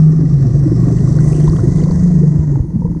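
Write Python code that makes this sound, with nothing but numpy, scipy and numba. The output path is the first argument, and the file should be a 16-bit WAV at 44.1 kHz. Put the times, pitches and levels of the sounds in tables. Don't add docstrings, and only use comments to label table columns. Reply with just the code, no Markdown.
import sys
import numpy as np
from scipy import signal
from scipy.io import wavfile
from scipy.ndimage import uniform_filter1d, minimum_filter1d
from numba import njit

SR = 44100
rng = np.random.default_rng(int(sys.argv[2]) if len(sys.argv) > 2 else 0)


def bounce(signal):
    frames = np.transpose(np.atleast_2d(signal))
    limited = np.clip(frames, -1, 1)
    pcm = np.round(limited * 32767).astype(np.int16)
    wavfile.write(sys.argv[1], SR, pcm)


def how_loud(loudness_db):
    steps = np.asarray(loudness_db, float) / 20
    return 10 ** steps


N = 132300
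TIME = np.arange(N) / SR


def unit(x):
    return x / np.sqrt(np.mean(x ** 2))


def curve(table, col):
    table = np.array(table, float)
    return np.interp(TIME, table[:, 0], table[:, col])


@njit
def svf(x, hz, width):
    y, b, l = np.empty(len(x)), 0., 0.
    for i in range(len(x)):
        g, k = np.tan(np.pi * hz[i] / SR), width / hz[i]
        v = (b + g * (x[i] - l)) / (1 + g * (g + k))
        b, l, y[i] = 2 * v - b, l + 2 * g * v, k * v
    return y


def ring(x, hz, width_hz):
    hz = hz + np.zeros(len(x))
    return svf(svf(x, hz, 1. * width_hz), hz, 1. * width_hz)


def smooth(x, size):
    return uniform_filter1d(uniform_filter1d(x, size), size)


def walk(rate):
    hold = int(SR / rate)
    steps = np.repeat(rng.standard_normal(N // hold + 1), hold)
    return unit(smooth(steps, hold)[:N])


def band(hz, width_hz):
    edges = np.clip([hz - width_hz / 2, hz + width_hz / 2], 1, SR / 2.2)
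    sos = signal.butter(2, edges, "band", fs=SR, output="sos")
    return unit(signal.sosfilt(sos, rng.standard_normal(N)))


def bubbles(table, db, glide, rise, cycles=0):
    out = np.zeros(N)
    for s, peak_db, hz, *own in table:
        start = int(s * SR)
        n = own[0] if own else cycles
        length = min(int(1.6 * n / hz * SR), N - start)
        u = np.arange(length) / SR * hz / n
        shape = (1 - np.exp(-u / rise)) ** 2 * np.exp(-3 * u) * (1 - (u / 1.9) ** 4) ** 2
        tone = np.sin(2 * np.pi * n * u * (1 + glide * u))
        out[start:start + length] += how_loud(peak_db + db) * shape / shape.max() * tone
    return out


# (time [s], cycle rate [Hz])
ENGINE_SPEED = [(0, 22.35), (.16, 22.75), (.4, 23.4), (.64, 24.0), (.9, 24.5), (1.1, 25.15), (1.3, 25.25),
                (2.05, 25.3), (2.3, 24.75), (2.48, 24.8), (2.56, 23.1), (2.72, 18.6), (3, 18.3)]
# (time [s], level [dB])
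WASH = [(0, -50.5), (.22, -51.5), (.6, -48.5), (1.0, -46), (1.25, -44), (1.6, -45.5), (1.95, -46.5),
        (2.2, -49.5), (2.55, -52), (2.64, -61), (3, -59.5)]
WASH_REF_DB = -48.5
# (time [s], low mode [Hz], low level [dB], high mode [Hz], high level [dB])
CLOUD_MODES = [(0, 153.9, -9, 160.5, -4.5), (.16, 143.5, -12, 155.3, -9.5), (.33, 147.3, -8, 161.7, -20.5),
               (.48, 123.5, -10, 132, -36.5), (.57, 139, -9, 172.5, -35), (.7, 123.4, -8.5, 175, -14),
               (.9, 130, -13, 169.2, -18), (1.08, 127, -16.5, 157.4, -12.5),
               (1.28, 120.8, -14.5, 155.2, -9.5), (1.48, 126, -38, 151.8, -10), (1.6, 116, -9, 169.7, -14),
               (1.74, 156.1, -10, 179.8, -21), (2.05, 157.7, -16, 172.5, -8),
               (2.32, 142, -10, 163.5, -10.5), (2.46, 152.3, -13, 167.5, -26.5),
               (2.56, 128, -9, 179, -37.5), (2.66, 133, -32.5, 166, -23.5), (2.82, 137, -26.5, 177, -17),
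               (3, 152, -37.5, 166.8, -22.5)]
CLOUD_WIDTH_HZ, PUFF_SCATTER_DB, CYCLE_JITTER = 22.9, 1.56, .005
SECOND_PUFF, THROB_HZ, THROB_WIDTH_HZ, THROB_DB = 0.56, 59, 73, -26
SKIRT_HZ, SKIRT_WIDTH_HZ, SKIRT_DB = 233, 260, -33.5
LEAD_S, PUFF_START = .23, .5
WASH_LEAD = .6


def exhaust():
    lead = int(LEAD_S * SR)

    def early(x):
        return np.pad(x, (lead, 0), "edge")

    hz = early(curve(ENGINE_SPEED, col=1) * (1 + CYCLE_JITTER * walk(20)))
    turns = np.cumsum(hz) / SR + PUFF_START
    size = how_loud(PUFF_SCATTER_DB * rng.standard_normal(200))

    def puffs(phase):
        clicks = np.diff(np.floor(phase), prepend=np.floor(phase[0]))
        return clicks * size[phase.astype(int)] * SR / hz / np.sqrt(2)

    def cloud_mode(col):
        drive = first * how_loud(early(curve(CLOUD_MODES, col=col + 1)))
        return ring(drive, early(curve(CLOUD_MODES, col=col)), CLOUD_WIDTH_HZ)

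    first = puffs(turns)
    low, high = cloud_mode(1), cloud_mode(3)
    both_cylinders = first + SECOND_PUFF * puffs(turns + .5)
    throb = unit(ring(both_cylinders, THROB_HZ, THROB_WIDTH_HZ)) * how_loud(THROB_DB)
    skirt = ring(ring(first, SKIRT_HZ, SKIRT_WIDTH_HZ), SKIRT_HZ, SKIRT_WIDTH_HZ)
    skirt = unit(skirt) * how_loud(SKIRT_DB)
    load = how_loud(0.78 * (early(curve(WASH, col=1)) - WASH_REF_DB))
    total = low - high + (throb + skirt) * load
    soft = uniform_filter1d(uniform_filter1d(total, size=40), size=32)
    return soft[lead:], turns[lead:] + WASH_LEAD


# (frequency [Hz], density [dB per Hz])
FLOW_SPECTRUM = [(20, -3.5), (90, 7), (200, 0.5), (340, -5), (500, -18.5), (860, -31), (1300, -35.5),
                 (2100, -35)]
FLOW_DB, FLOW_FOLLOWS, FLOW_GRAIN_DB = -19.5, 0.28, 1.5
SHELF_HZ = 2030


def colour_db(hz):
    table = np.array(FLOW_SPECTRUM, float)
    return np.interp(np.log(hz), np.log(table[:, 0]), table[:, 1]) + 10 * np.log10(hz / 340)


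def flow(wash_db, turns):
    out, lumps = 0, walk(44.87)
    push_db = 1.4 * np.cos(2 * np.pi * turns)
    for hz in 20 * 2 ** np.arange(0, 7, 1 / 3):
        high = min(hz / 490.0, 1)
        lump_db = high * (FLOW_GRAIN_DB * lumps + push_db + 0.62 * wash_db) + walk(25)
        out = out + how_loud(colour_db(hz) + lump_db) * band(hz, hz / 3.76)
    out = signal.sosfilt(signal.ellip(5, 1, 40, SHELF_HZ, fs=SR, output="sos"), out)
    return unit(out) * how_loud(FLOW_DB + FLOW_FOLLOWS * wash_db)


# (centre [Hz], width [Hz], level [dB], share of the wash change [dB/dB], drift [1/s])
HOUSING_RINGS = [(680, 100, -48, 0.88, -0.023), (1048, 230, -49, 0.5, -0.088),
                 (1930, 130, -56.5, 0.97, -0.0026), (2300, 570, -65.5, 0.65, -0.032),
                 (3250, 2900, -68.5, 0.78, .02), (4906, 2500, -55.5, .9, 0.033),
                 (6070, 1500, -51, 1.1, 0.038), (7670, 1300, -58, 1.7, -0.0022),
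                 (8830, 2800, -64.5, 2.7, 0.026)]
BLADE_DEPTH = 0.14


def hiss(wash_db, turns):
    angle = 2 * np.pi * turns
    pulse = np.cos(angle) + 0.83 * np.cos(2 * angle) + 0.77 * np.cos(3 * angle)
    beat = np.clip(1 + BLADE_DEPTH * pulse, .1, 9) * how_loud(0.86 * walk(25) + 0.43 * walk(150))
    out = 0
    for hz, width, db, share, drift in HOUSING_RINGS:
        fizz = beat * how_loud(0.87 * walk(20)) * rng.standard_normal(N)
        centre = hz * (1 + 0.02 * walk(7.5) + drift * (TIME - 1.3))
        out = out + unit(ring(fizz, centre, width)) * how_loud(db + share * wash_db)
    return out


FROTH_PER_S, FROTH_DB, FROTH_CYCLES, FROTH_LOW_HZ, FROTH_OCTAVES = 200, -26, 9, 240, 2.3


def froth(wash_db):
    when, size, loud = rng.random((600, 3)).T
    s = when * len(when) / FROTH_PER_S
    hz = FROTH_LOW_HZ * 2 ** (FROTH_OCTAVES * size)
    peak_db = colour_db(hz) - 2.25 * np.log(loud)
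    rows = [row for row in zip(s, peak_db, hz) if row[0] < N / SR]
    return bubbles(rows, FROTH_DB, 0.04, 0.28, FROTH_CYCLES) * how_loud(0.38 * wash_db)


# (time [s], peak level [dB], pitch [Hz], length [cycles])
GURGLES = [(.054, -11.5, 246.3, 8), (.13, -12.5, 342, 8), (0.189, -8.5, 323, 7.2), (.225, -7, 262.2, 12),
           (.364, -19, 241.6, 7), (.437, -7, 234.3, 9), (.56, -11, 328, 7), (.614, -7.5, 277, 7),
           (0.656, 0, 306, 12), (0.716, 4, 320, 5.5), (.78, -10.5, 341, 8), (.825, -6.5, 306, 7),
           (.866, -6.5, 280.6, 9), (.904, -7, 286, 11), (0.987, -18, 280, 6), (1.104, -9.5, 222, 7),
           (1.151, -12, 277, 8), (1.23, -15, 331, 8.1), (1.264, -7, 306, 9), (1.347, -5.5, 344, 8),
           (1.379, -3.5, 346, 9.9), (1.44, -4.5, 342, 9), (1.52, -5.5, 324.6, 10), (1.633, 0, 335.7, 9.3),
           (1.692, -14, 264, 7), (1.785, -3, 318, 6.8), (2.23, -12.5, 307.5, 9), (2.37, -19.5, 301, 7),
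           (2.57, -7.5, 296, 7), (2.752, -2.5, 208.3, 7.8), (2.808, -10, 240, 6), (2.645, -16.5, 338.5, 12),
           (2.92, -16, 317, 9), (2.96, -10, 291, 7.9)]


def gurgles():
    return bubbles(GURGLES, -8.5, 0.015, 0.14)


# (time [s], peak level [dB], pitch [Hz], length [cycles])
GLUGS = [(.284, -28, 455, 6), (.338, -28.5, 444, 7), (.45, -28.5, 694, 7.1), (.551, -24.5, 500, 7),
         (.56, -32.5, 655, 16), (.677, -21, 520, 8.5), (.785, -31, 593, 5.3), (.881, -18.5, 463, 3.3),
         (.901, -23, 630, 6.5), (1.03, -33, 670, 14), (1.167, -22, 509, 15), (1.259, -29, 604, 10),
         (1.33, -23.5, 478, 5.3), (1.653, -24, 489, 8.9), (1.799, -22, 479, 6), (1.827, -19, 452, 7),
         (1.869, -20.5, 520, 7), (1.9, -16.5, 466, 4), (1.978, -26.5, 470, 7), (2.057, -24.5, 500, 7),
         (2.1, -27.5, 680, 13.6), (2.23, -15.5, 449, 14.3), (2.495, -29, 520, 4.4), (2.755, -39, 680, 8.6),
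         (2.815, -27.5, 487, 14), (2.848, -19.5, 460, 13.6)]


def glugs():
    return bubbles(GLUGS, -1.8, 0.017, 0.075)


# (time [s], peak level [dB], pitch [Hz], length [cycles])
BLIPS = [(1.187, -26.5, 1390, 7.7), (1.477, -19, 944, 11), (1.533, -25.5, 1080, 7),
         (1.56, -25.5, 1010, 3.9), (1.566, -30, 1380, 4), (1.586, -25, 1020, 7.8), (1.592, -28.5, 1330, 11),
         (1.652, -38, 850, 4.4), (1.828, -42, 905, 7.9), (1.887, -25.5, 930, 6.5), (1.912, -23, 924, 5.9),
         (2.555, -27, 820, 12), (2.556, -32, 1330, 4.5), (2.592, -34.5, 805, 6.7), (2.819, -30, 880, 15),
         (2.853, -28, 908, 15), (2.916, -34, 810, 7), (2.875, -36.5, 935, 15), (2.948, -33, 900, 6),
         (2.64, -42.5, 826, 16), (.31, -39, 1113, 10), (.79, -38, 1100, 12), (.836, -30.5, 1040, 8.3),
         (.882, -29, 1040, 9.8), (1.075, -29.5, 1090, 9.2), (1.621, -42, 1165, 6), (1.745, -41, 974, 15),
         (1.858, -30.5, 950, 12), (2.061, -38.5, 960, 8)]


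def blips():
    return bubbles(BLIPS, -0.69, 0.075, 0.07)


# (time [s], peak level [dB], pitch [Hz])
TICKS = [(.836, -42, 2460), (.884, -44, 2500), (.922, -43, 2550), (.956, -49, 2500), (.986, -38, 2800),
         (1.331, -32, 2460), (1.348, -36, 2900), (1.359, -39, 2800), (1.368, -39, 2714), (1.376, -44, 2580),
         (1.382, -39, 2700), (1.391, -40, 2500), (1.404, -42, 3200), (1.416, -38, 3000), (1.433, -37, 3100),
         (1.455, -43, 2850), (1.472, -37, 3800), (1.478, -33, 3580), (1.567, -35.5, 3200),
         (1.785, -36.5, 3500), (1.818, -39, 2980), (1.837, -41, 2480), (2.388, -52, 2900),
         (2.402, -50.5, 2900), (2.607, -53, 2800), (2.759, -53, 2800)]


def ticks():
    return bubbles(TICKS, -0.9, 0.013, 0.15, cycles=6.8)


# (time [s], peak level [dB], pitch [Hz], length [cycles])
THUDS = [
    (.895, -16.5, 72.3, 1.6),
    (1.462, -6.5, 50.3, 2.6),
    (1.9, -6.5, 60, 1),
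    (2.381, -3.5, 72.2, 2.2),
    (2.6, -4.5, 72.7, 1.4),
    (2.7575, -5, 117.8, 1.6),
    (2.842, -6.5, 111.6, 1.5),
    (2.875, -17, 55.6, 1.6),
]


def thuds():
    return -bubbles(THUDS, -1.4, 0.015, 0.4)


# (time [s], peak level [dB], pitch [Hz], length [cycles])
PINGS = [
    (1.187, -31, 4300, 11),
    (1.471, -30, 4850, 4.9),
    (1.4974, -22, 4500, 10),
    (1.8377, -25, 4430, 13),
    (1.8494, -35.5, 3640, 10.7),
    (1.9102, -25.5, 4500, 11),
]


def pings():
    return bubbles(PINGS, -7.0, 0.016, 0.16)


def scene():
    engine, turns = exhaust()
    wash_db = curve(WASH, col=1) - WASH_REF_DB
    wash = flow(wash_db, turns) + hiss(wash_db, turns) + froth(wash_db)
    water = gurgles() + glugs() + blips() + ticks() + thuds() + pings()
    floor = how_loud(-87.5) * rng.standard_normal(N) + how_loud(-67.0) * band(9700, 3300)
    return (engine + wash + water + floor)[None]


def band_limit(x):
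    return signal.sosfilt(signal.butter(12, 11500, fs=SR, output="sos"), x)


LIMIT_DB, LIMIT_S = -1, 0.006
START_S, TOP_HZ = .0006, 10600


def record(dry):
    k = int(LIMIT_S * SR)
    need = minimum_filter1d(np.minimum(1, how_loud(LIMIT_DB) / (np.abs(dry) + 1e-9)), 2 * k)
    x = dry * smooth(need, k)
    x = x * np.sin(np.pi / 2 * np.minimum(TIME / START_S, 1)) ** 2
    x = signal.sosfilt(signal.butter(10, TOP_HZ, fs=SR, output="sos"), x)
    return band_limit(x)


dry = scene()
out = record(dry)
bounce(out)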